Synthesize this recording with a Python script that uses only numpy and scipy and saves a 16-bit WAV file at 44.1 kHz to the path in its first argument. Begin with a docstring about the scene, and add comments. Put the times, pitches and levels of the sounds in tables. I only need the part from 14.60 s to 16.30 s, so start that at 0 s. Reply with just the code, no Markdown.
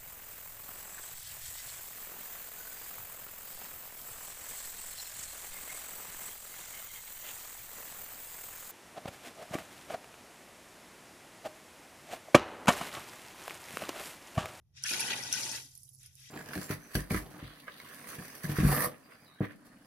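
"""Over a low, wavering kitchen hum, the sizzle of masala rises in a large metal pot, close to a stereo
microphone: a dense cloud of very short rings, held under the pour. Water is poured in: clouds of short rings
make its splash, gurgle and spray, with single pops and plops. The pot's air rings along and its walls scatter
the sound. Then pour and sizzle fade, leaving soft prickles of froth and spitting oil, and the sizzle returns in
two surges, the second still growing when the sound ends."""
import sys
import numpy as np
from scipy import signal
from scipy.fft import rfft, irfft
from scipy.io import wavfile

SR = 44100
rng = np.random.default_rng(int(sys.argv[2]) if len(sys.argv) > 2 else 0)


def put_to_file(sound):
    """Save the sound as 16-bit audio at rate SR, in the file named by the first command-line argument."""
    columns = np.atleast_2d(sound).T  # one column per channel
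    safe = np.clip(columns, -1, 1)
    whole_steps = np.round(safe * 32767)
    wavfile.write(sys.argv[1], SR, whole_steps.astype(np.int16))


N = 74970
T = np.arange(N) / SR  # time of each sample, s

# Layer levels below are set before the layer trims, the pot and the microphone.
# strength of the kitchen hum, added to the level of its tones [t/s, level/dB]
HUM_LEVEL = [(0, -4), (.07, -22), (.2, 1.5), (.45, 4), (.95, 2.5), (1.2, -7.5), (1.4, 0), (1.55, -9),
             (1.58, 3), (1.7, -5.5)]
# tones of the kitchen hum [f/Hz, level/dB]
HUM_TONES = [(131.8, -68), (113.8, -74)]
# outline of the low rumble [f/Hz, level/dB]
RUMBLE_OUTLINE = [(20, -9.5), (42, -19.5), (65, -0.5), (95, 4), (125, 0.5), (170, -9.5), (250, -23.5),
                  (450, -29), (1200, -38), (5000, -56), (15000, -34)]
# air resonances of the pot [f/Hz, level/dB, time to fall by 60 dB/s]
POT_RESONANCES = [(261.5, -11.5, 0.2), (352, -17, 0.15), (864, -8, 0.15), (910, -9, 0.095),
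                  (1478, -1.5, 0.18), (1952.5, -1.5, 0.11), (2754, -15, .1), (3060, -4, .3)]
# the walls scatter mainly the treble [f/Hz, level/dB]
WALLS_OUTLINE = [(300, -17), (1000, -17.5), (2200, 3), (15000, -3)]
# level of the sizzle: a faint hiss rising by 0.17 s, held under the pour, fading, then returning # in two
# surges, the second lasting to the end [t/s, level/dB]
SIZZLE_LEVEL = [(0, -100), (.125, -93.5), (.17, -56.5), (.2, -60), (.235, -63), (1.0, -62.5), (1.2, -87),
                (1.38, -93.5), (1.408, -70), (1.45, -62), (1.49, -72.5), (1.555, -77), (1.595, -64),
                (1.7, -59.5)]
# outline of the sizzle [f/Hz, level/dB]
SIZZLE_OUTLINE = [(200, -14.5), (800, -26), (1250, -10.5), (2000, 0.5), (3700, 7), (4300, -2), (5800, 4.5),
                  (9000, -8.5), (15000, -16.5)]
# oil fizzing as the water settles [t/s, level/dB]
FIZZ_LEVEL = [(.95, -48), (1.08, -65.5), (1.19, -60), (1.26, -62.5), (1.36, -63.5), (1.45, -62), (1.5, -72),
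              (1.55, -67), (1.6, -59), (1.7, -66)]
# outline of the fizz [f/Hz, level/dB]
FIZZ_OUTLINE = [(1000, -58), (3800, -16), (5200, -7.5), (7000, -4.5), (10000, -3), (12000, 1), (14500, 0.5)]
# small clusters of bubbles surfacing after the pour [t/s, level/dB]
FROTH_CLUSTERS = [(1.172, -74), (1.208, -83.5), (1.283, -73.5)]
# sharp drop slaps and oil spits [t/s, peak level/dB, f/Hz, ring time/ms]
POP_EVENTS = [(0.226, -31, 5500, 0.27), (0.234, -28, 10900, 0.45), (.2380, -14.5, 5640, 0.92),
              (0.3358, -18.5, 5200, 1.1), (0.4008, -21.5, 10860, 1.2), (0.406, -14, 10860, 0.77),
              (0.4697, -29, 4840, 0.47), (0.636, -24.5, 5840, 1.4), (.7270, -10, 5700, 0.54),
              (0.738, -17.5, 6200, 1.4), (0.8332, -21.5, 5020, 2.6), (0.9148, -26, 5510, 2.6),
              (1.1520, -29.5, 11500, 0.4), (1.1760, -35.5, 10750, 2.1), (1.2326, -38, 9600, 0.81),
              (1.2905, -43.5, 10200, 2.5), (1.349, -41, 10130, 0.67), (1.356, -44.5, 10500, .7),
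              (1.4318, -37.5, 10370, 0.48), (1.4613, -38, 9970, 1.3), (1.554, -33.5, 11200, 0.46)]
# larger bubbles and plunges [t/s, peak level/dB, f/Hz, ring time/ms]
PLOP_EVENTS = [(0.237, -56.5, 208, 11), (.243, -60, 764, 25), (0.242, -29, 1470, 1.9),
               (0.322, -43, 352, 33), (.342, -27.5, 2264, 3.9), (.395, -25, 2330, 3.3),
               (0.427, -21, 2570, 4.8), (0.4796, -23.5, 3020, 3.7), (.507, -38, 904, 3.9),
               (0.505, -24, 2675, 3.3), (0.5192, -16, 2735, 1.9), (.525, -32, 1990, 6.5),
               (0.696, -44.5, 275.4, 12), (0.738, -28.5, 1496, 4), (0.752, -37.5, 1520, 22),
               (1.049, -58, 274, 20)]
# fine spray thrown up by the stream [t/s, level/dB]
SPRAY_LEVEL = [(.2, -85), (.25, -58), (.262, -43), (.29, -41), (.34, -41), (.362, -45), (.41, -44),
               (.53, -47), (.575, -50), (.715, -51), (.73, -44), (.83, -44.5), (.96, -48), (1.01, -57),
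               (1.1, -68), (1.22, -80)]
# outline of the spray [f/Hz, level/dB]
SPRAY_OUTLINE = [(300, -36), (2000, -20.5), (3500, -1), (4800, -0.5), (6500, 1), (8000, -3), (10500, -2.5),
                 (15000, -7.5)]
# water plunging into the pool, then settling [t/s, level/dB]
GURGLE_LEVEL = [(.22, -84), (.24, -74.5), (.293, -82), (.312, -51.5), (.47, -51), (.515, -48.5), (.56, -50),
                (.67, -59), (.88, -54.5), (.97, -60.5), (1.1, -85.5), (1.16, -89.5), (1.2, -99),
                (1.53, -101), (1.58, -100), (1.7, -100)]
# outline of the gurgle [f/Hz, level/dB]
GURGLE_OUTLINE = [(60, -28), (140, -7), (250, 3), (400, 2), (650, -1.5), (880, 4.5), (1250, -3.5),
                  (2500, -17), (8000, -54.5)]
# the stream breaking on the food [t/s, level/dB]
SPLASH_LEVEL = [(0.22, -66.5), (0.26, -41.5), (0.282, -42.5), (0.298, -38.5), (0.326, -44.5), (0.342, -32),
                (0.356, -44.5), (0.493, -41), (0.508, -33), (0.53, -39.5), (0.544, -44.5), (0.688, -51.5),
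                (0.734, -42.5), (0.89, -49.5), (0.948, -45), (1.038, -68), (1.2, -91.5)]
# outline of the splash [f/Hz, level/dB]
SPLASH_OUTLINE = [(150, -24), (700, -29.5), (1200, -14), (1500, -2), (2000, -4), (2850, 1), (3600, -1.5),
                  (4400, -7.5), (8000, -23.5), (15000, -67)]
# tone of the left microphone port [f/Hz, level/dB]
LEFT_OUTLINE = [(100, 4), (1400, 2.5), (2500, 2), (3400, -1), (4500, 5.5), (5700, 9), (6700, 5),
                (8000, -2.5), (9200, -8), (11000, -13), (14000, -18.5)]
# tone of the right microphone port [f/Hz, level/dB]
RIGHT_OUTLINE = [(100, 4.5), (1400, 2.5), (3000, -2.5), (4500, 1.5), (6200, -1), (8200, 3.5), (9400, 7),
                 (10300, 9.5), (11200, 4), (12200, 2), (14000, -3)]

# trims of whole layers, dB
RUMBLE_DB, SIZZLE_DB, SPRAY_DB, GURGLE_DB, SPLASH_DB = -72, 1.5, 3, 1, 0
# pops: trim, share of crack noise, its fading time, rise time, its spread around the pitch
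POP_DB, POP_CRACK, CRACK_S, POP_RISE_S, CRACK_OCTAVES = -1.5, 0.52, 0.00081, 0.0001, 1
# plops: trim, rise time, phase speed-up per ring time (a share)
PLOP_DB, PLOP_RISE_S, PLOP_GLIDE = -3.5, 0.0027, 0.0037
FROTH_S = 0.014  # half-width of a cluster, where it has sunk to 1/e
# levels of pot resonances, walls and room, and the times their echoes take to fall by 60 dB
POT_DB, WALLS_DB, WALLS_T60_S, ROOM_DB, ROOM_T60_S = 10.5, -1, 0.03, -8, 0.13
PLACES_PER_S = 100  # how often the sound moves to another place in the pot
DIRECT = 0.11  # share of pops and plops that reaches the microphone directly
EDGE_HZ = 14450  # upper band limit


def amp(db):
    """Turns decibels into a gain."""
    return 10 ** (np.asarray(db) / 20)


def evened(x):
    """Scales a sound to an rms strength of one."""
    return x / np.sqrt(np.mean(x ** 2) + 1e-20)


def level(curve):
    """Follows a (t/s, level/dB) curve as a gain, falling by 600 dB per second outside it."""
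    s, db = np.transpose(curve)
    outside_s = abs(T - np.clip(T, s[0], s[-1]))
    return amp(np.interp(T, s, db) - 600 * outside_s)


def convolve(x, h):
    """Filters each channel, keeping the length."""
    return signal.fftconvolve(np.atleast_2d(x), np.atleast_2d(h), axes=1)[:, :N]


def colour(x, outline, size=4096):
    """Filters to an (f/Hz, level/dB) outline, never answering before the sound arrives."""
    f, db = np.transpose(outline)
    log_f = np.log(abs(np.fft.fftfreq(size, 1 / SR)) + 1)
    log_gain = np.log(amp(np.interp(log_f, np.log(f), db)))
    # the Hilbert transform supplies the phase that packs the response towards its start
    response = np.fft.ifft(np.exp(np.conj(signal.hilbert(log_gain)))).real
    return convolve(x, response[:size // 2])


def drift(hz, count=24):
    """Adds sines of random phase, up to the given rate, into a wander of unit rms."""
    rates = np.geomspace(hz / 10, hz, count)
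    return evened(sum(np.sin(2 * np.pi * (f * T + rng.random())) for f in rates))


def bubbles(per_s, low_hz, high_hz, cycles, spread_db, glide, apart, count=32):
    """Scatters short rings of random size, each pitch group at its own place; glide lifts the pitch."""
    out = np.zeros((2, N))
    for hz in np.linspace(low_hz, high_hz, count):
        chance = rng.random(N)
        size = np.minimum(rng.exponential(1, N), 4)
        place = rng.uniform(-1, 1)
        hits = (chance < per_s / count / SR) * amp(spread_db * size) * rng.choice([-1, 1], N)
        # the place sets how late the ring arrives left and right (apart is in ms)
        delay_s = apart / 1000 * np.array([[1 + place], [1 - place]])
        age = np.maximum(T[:N // 16] - delay_s, 0) * hz / cycles
        phase = 2 * np.pi * cycles * age * (1 + glide * np.minimum(age, 2))
        ring = np.exp(-age) * np.sin(phase)
        out += convolve(hits, ring / np.linalg.norm(ring[0]))
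    return evened(out)


def kitchen():
    """A hum of steady pitches, wavering in level and phase, over low rumble made of noise."""
    noise = rng.standard_normal((3, N))
    shared, separate = noise[2], noise[:2]
    rumble = amp(RUMBLE_DB) * evened(colour(shared + 0.4 * separate, RUMBLE_OUTLINE))
    hum = 0
    for hz, db in HUM_TONES:
        gain = amp(db + 0.73 * drift(26)) * np.sqrt(2)  # sqrt(2) turns rms into peak
        hum = hum + gain * np.sin(2 * np.pi * hz * T + 0.56 * drift(17))
    return rumble + hum * level(HUM_LEVEL)


def echoes(t60, low_hz):
    """A dying scatter of reflections made of noise, alike at both ports in the bass."""
    noise = rng.standard_normal((3, N // 4))
    low = signal.butter(2, low_hz, "low", fs=SR)
    high = signal.butter(2, low_hz, "high", fs=SR)
    t = T[:N // 4]
    tail = signal.lfilter(*low, noise[2]) + signal.lfilter(*high, noise[:2])
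    tail = tail * amp(-60 * t / t60) * (t > .001)  # silent for the first millisecond
    return tail / np.linalg.norm(tail, axis=1, keepdims=True)


def scatter(x, count=8):
    """Drops land all over the pot, so the sound fades in turn between patterns of wall reflections."""
    out = np.zeros((2, N))
    for k in range(count):
        away = (T * PLACES_PER_S - k) % count - count / 2
        share = np.cos(np.pi / 2 * np.clip(away, -1, 1))
        out += convolve(x * share, echoes(WALLS_T60_S, low_hz=700))
    return out


def pot(x):
    """The pot's air rings, its walls scatter the sound, and the kitchen answers faintly."""
    t = T[:N // 4]
    modes = 0
    for hz, db, t60 in POT_RESONANCES:
        decay = np.log(1000) / t60  # per second
        gain = amp(db + POT_DB) * 2 * decay / SR
        modes = modes + gain * np.exp(-decay * t) * np.cos(2 * np.pi * hz * t)
    walls = amp(WALLS_DB) * colour(scatter(x), WALLS_OUTLINE)
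    room = amp(ROOM_DB) * echoes(ROOM_T60_S, low_hz=500)
    return (x + walls + convolve(x, modes + room)) / np.sqrt(1 + amp(WALLS_DB) ** 2)


def sizzle():
    """Dense, uneven crackle of the frying masala, from very short rings without glide."""
    cloud = bubbles(per_s=9000, low_hz=977, high_hz=12840, cycles=1.5, spread_db=2.5, glide=0, apart=0.093)
    return evened(colour(cloud, SIZZLE_OUTLINE)) * level(SIZZLE_LEVEL) * amp(SIZZLE_DB)


def fizz():
    """Very small bubbles prickle on the hot surface as short, high rings."""
    cloud = bubbles(per_s=5000, low_hz=4540, high_hz=14020, cycles=3.4, spread_db=5.0, glide=0.014, apart=0.14)
    return evened(colour(cloud, FIZZ_OUTLINE)) * level(FIZZ_LEVEL)


def froth():
    """Each cluster of bubbles breaks in a soft, brief prickle of longer rings."""
    cloud = bubbles(per_s=2500, low_hz=2873, high_hz=4060, cycles=18, spread_db=-1.0, glide=0.014, apart=0.09)
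    return cloud * sum(amp(db) * np.exp(-((T - s) / FROTH_S) ** 2) for s, db in FROTH_CLUSTERS)


def pops():
    """Single bursts: a brief ring and a crack of noise spread around its pitch."""
    out = np.zeros((2, N))
    f = np.fft.rfftfreq(N, 1 / SR) + 1
    for s, db, hz, ring_ms in POP_EVENTS:
        t = np.maximum(T - s, 0)
        ring = np.sin(2 * np.pi * hz * t) * np.exp(-1000 * t / ring_ms)
        octaves_off = np.log2(f / hz)
        spectrum = rfft(rng.standard_normal((2, N))) / (1 + (octaves_off / CRACK_OCTAVES) ** 2)
        crack = evened(irfft(spectrum, N)) * np.exp(-t / CRACK_S)
        rise = np.minimum(t / POP_RISE_S, 1)
        out += amp(db + POP_DB) * rise * (0.82 * ring + POP_CRACK * crack)
    return colour(out, [(300, -36), (1800, -19), (4000, -5.5), (14000, 0.5)])  # mostly treble


def plops():
    """Trapped air rings and rises slightly in pitch."""
    out = np.zeros(N)
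    for s, db, hz, ring_ms in PLOP_EVENTS:
        t = np.maximum(T - s, 0)
        age = 1000 * t / ring_ms
        turns = hz * t * (1 + PLOP_GLIDE * age) + rng.random()
        rise = np.minimum(t / PLOP_RISE_S, 1)
        out += amp(db + PLOP_DB) * rise * np.exp(-age) * np.sin(2 * np.pi * turns)
    return out


def spray():
    """Tiny droplets and bubbles burst in hot fat as high rings of flickering level."""
    cloud = bubbles(per_s=6600, low_hz=2705, high_hz=14440, cycles=3.8, spread_db=3.5, glide=0.0078, apart=0.1522)
    return evened(colour(cloud, SPRAY_OUTLINE)) * level(SPRAY_LEVEL) * amp(SPRAY_DB + drift(110))


def gurgle():
    """Large bubbles and dull slaps where the stream enters the pool, as low rings."""
    cloud = bubbles(per_s=1200, low_hz=139.8, high_hz=1450, cycles=2.58, spread_db=3.0, glide=0.017, apart=0.2)
    return evened(colour(cloud, GURGLE_OUTLINE)) * level(GURGLE_LEVEL) * amp(GURGLE_DB)


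def splash():
    """The stream shatters into drops (short rings) and small bubbles (longer rings), in uneven clumps."""
    drops = bubbles(per_s=3500, low_hz=738, high_hz=5250, cycles=1.9, spread_db=4, glide=0.038, apart=0.062)
    rings = bubbles(per_s=300, low_hz=896.5, high_hz=4531, cycles=15, spread_db=4.5, glide=0.0093, apart=0.13)
    water = evened(colour(drops + 0.63 * rings, SPLASH_OUTLINE))
    return water * level(SPLASH_LEVEL) * amp(SPLASH_DB + 1.3 * drift(60))


def scene():
    """Everything rings in the pot, over the kitchen; a share of the pops and plops goes around the pot."""
    bursts = pops() + plops()
    water = splash() + gurgle() + spray()
    frying = sizzle() + fizz() + froth()
    return pot(water + frying + (1 - DIRECT) * bursts) + DIRECT * bursts + kitchen()


def record(dry):
    """Each microphone port has its own treble resonance; then the band limit cuts the top."""
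    heard = np.vstack([colour(dry[0], LEFT_OUTLINE), colour(dry[1], RIGHT_OUTLINE)])
    low_pass = signal.firwin(301, EDGE_HZ, window=("kaiser", 8), fs=SR)
    return signal.oaconvolve(heard, low_pass[None], "same")


dry = scene()
out = record(dry)
put_to_file(out)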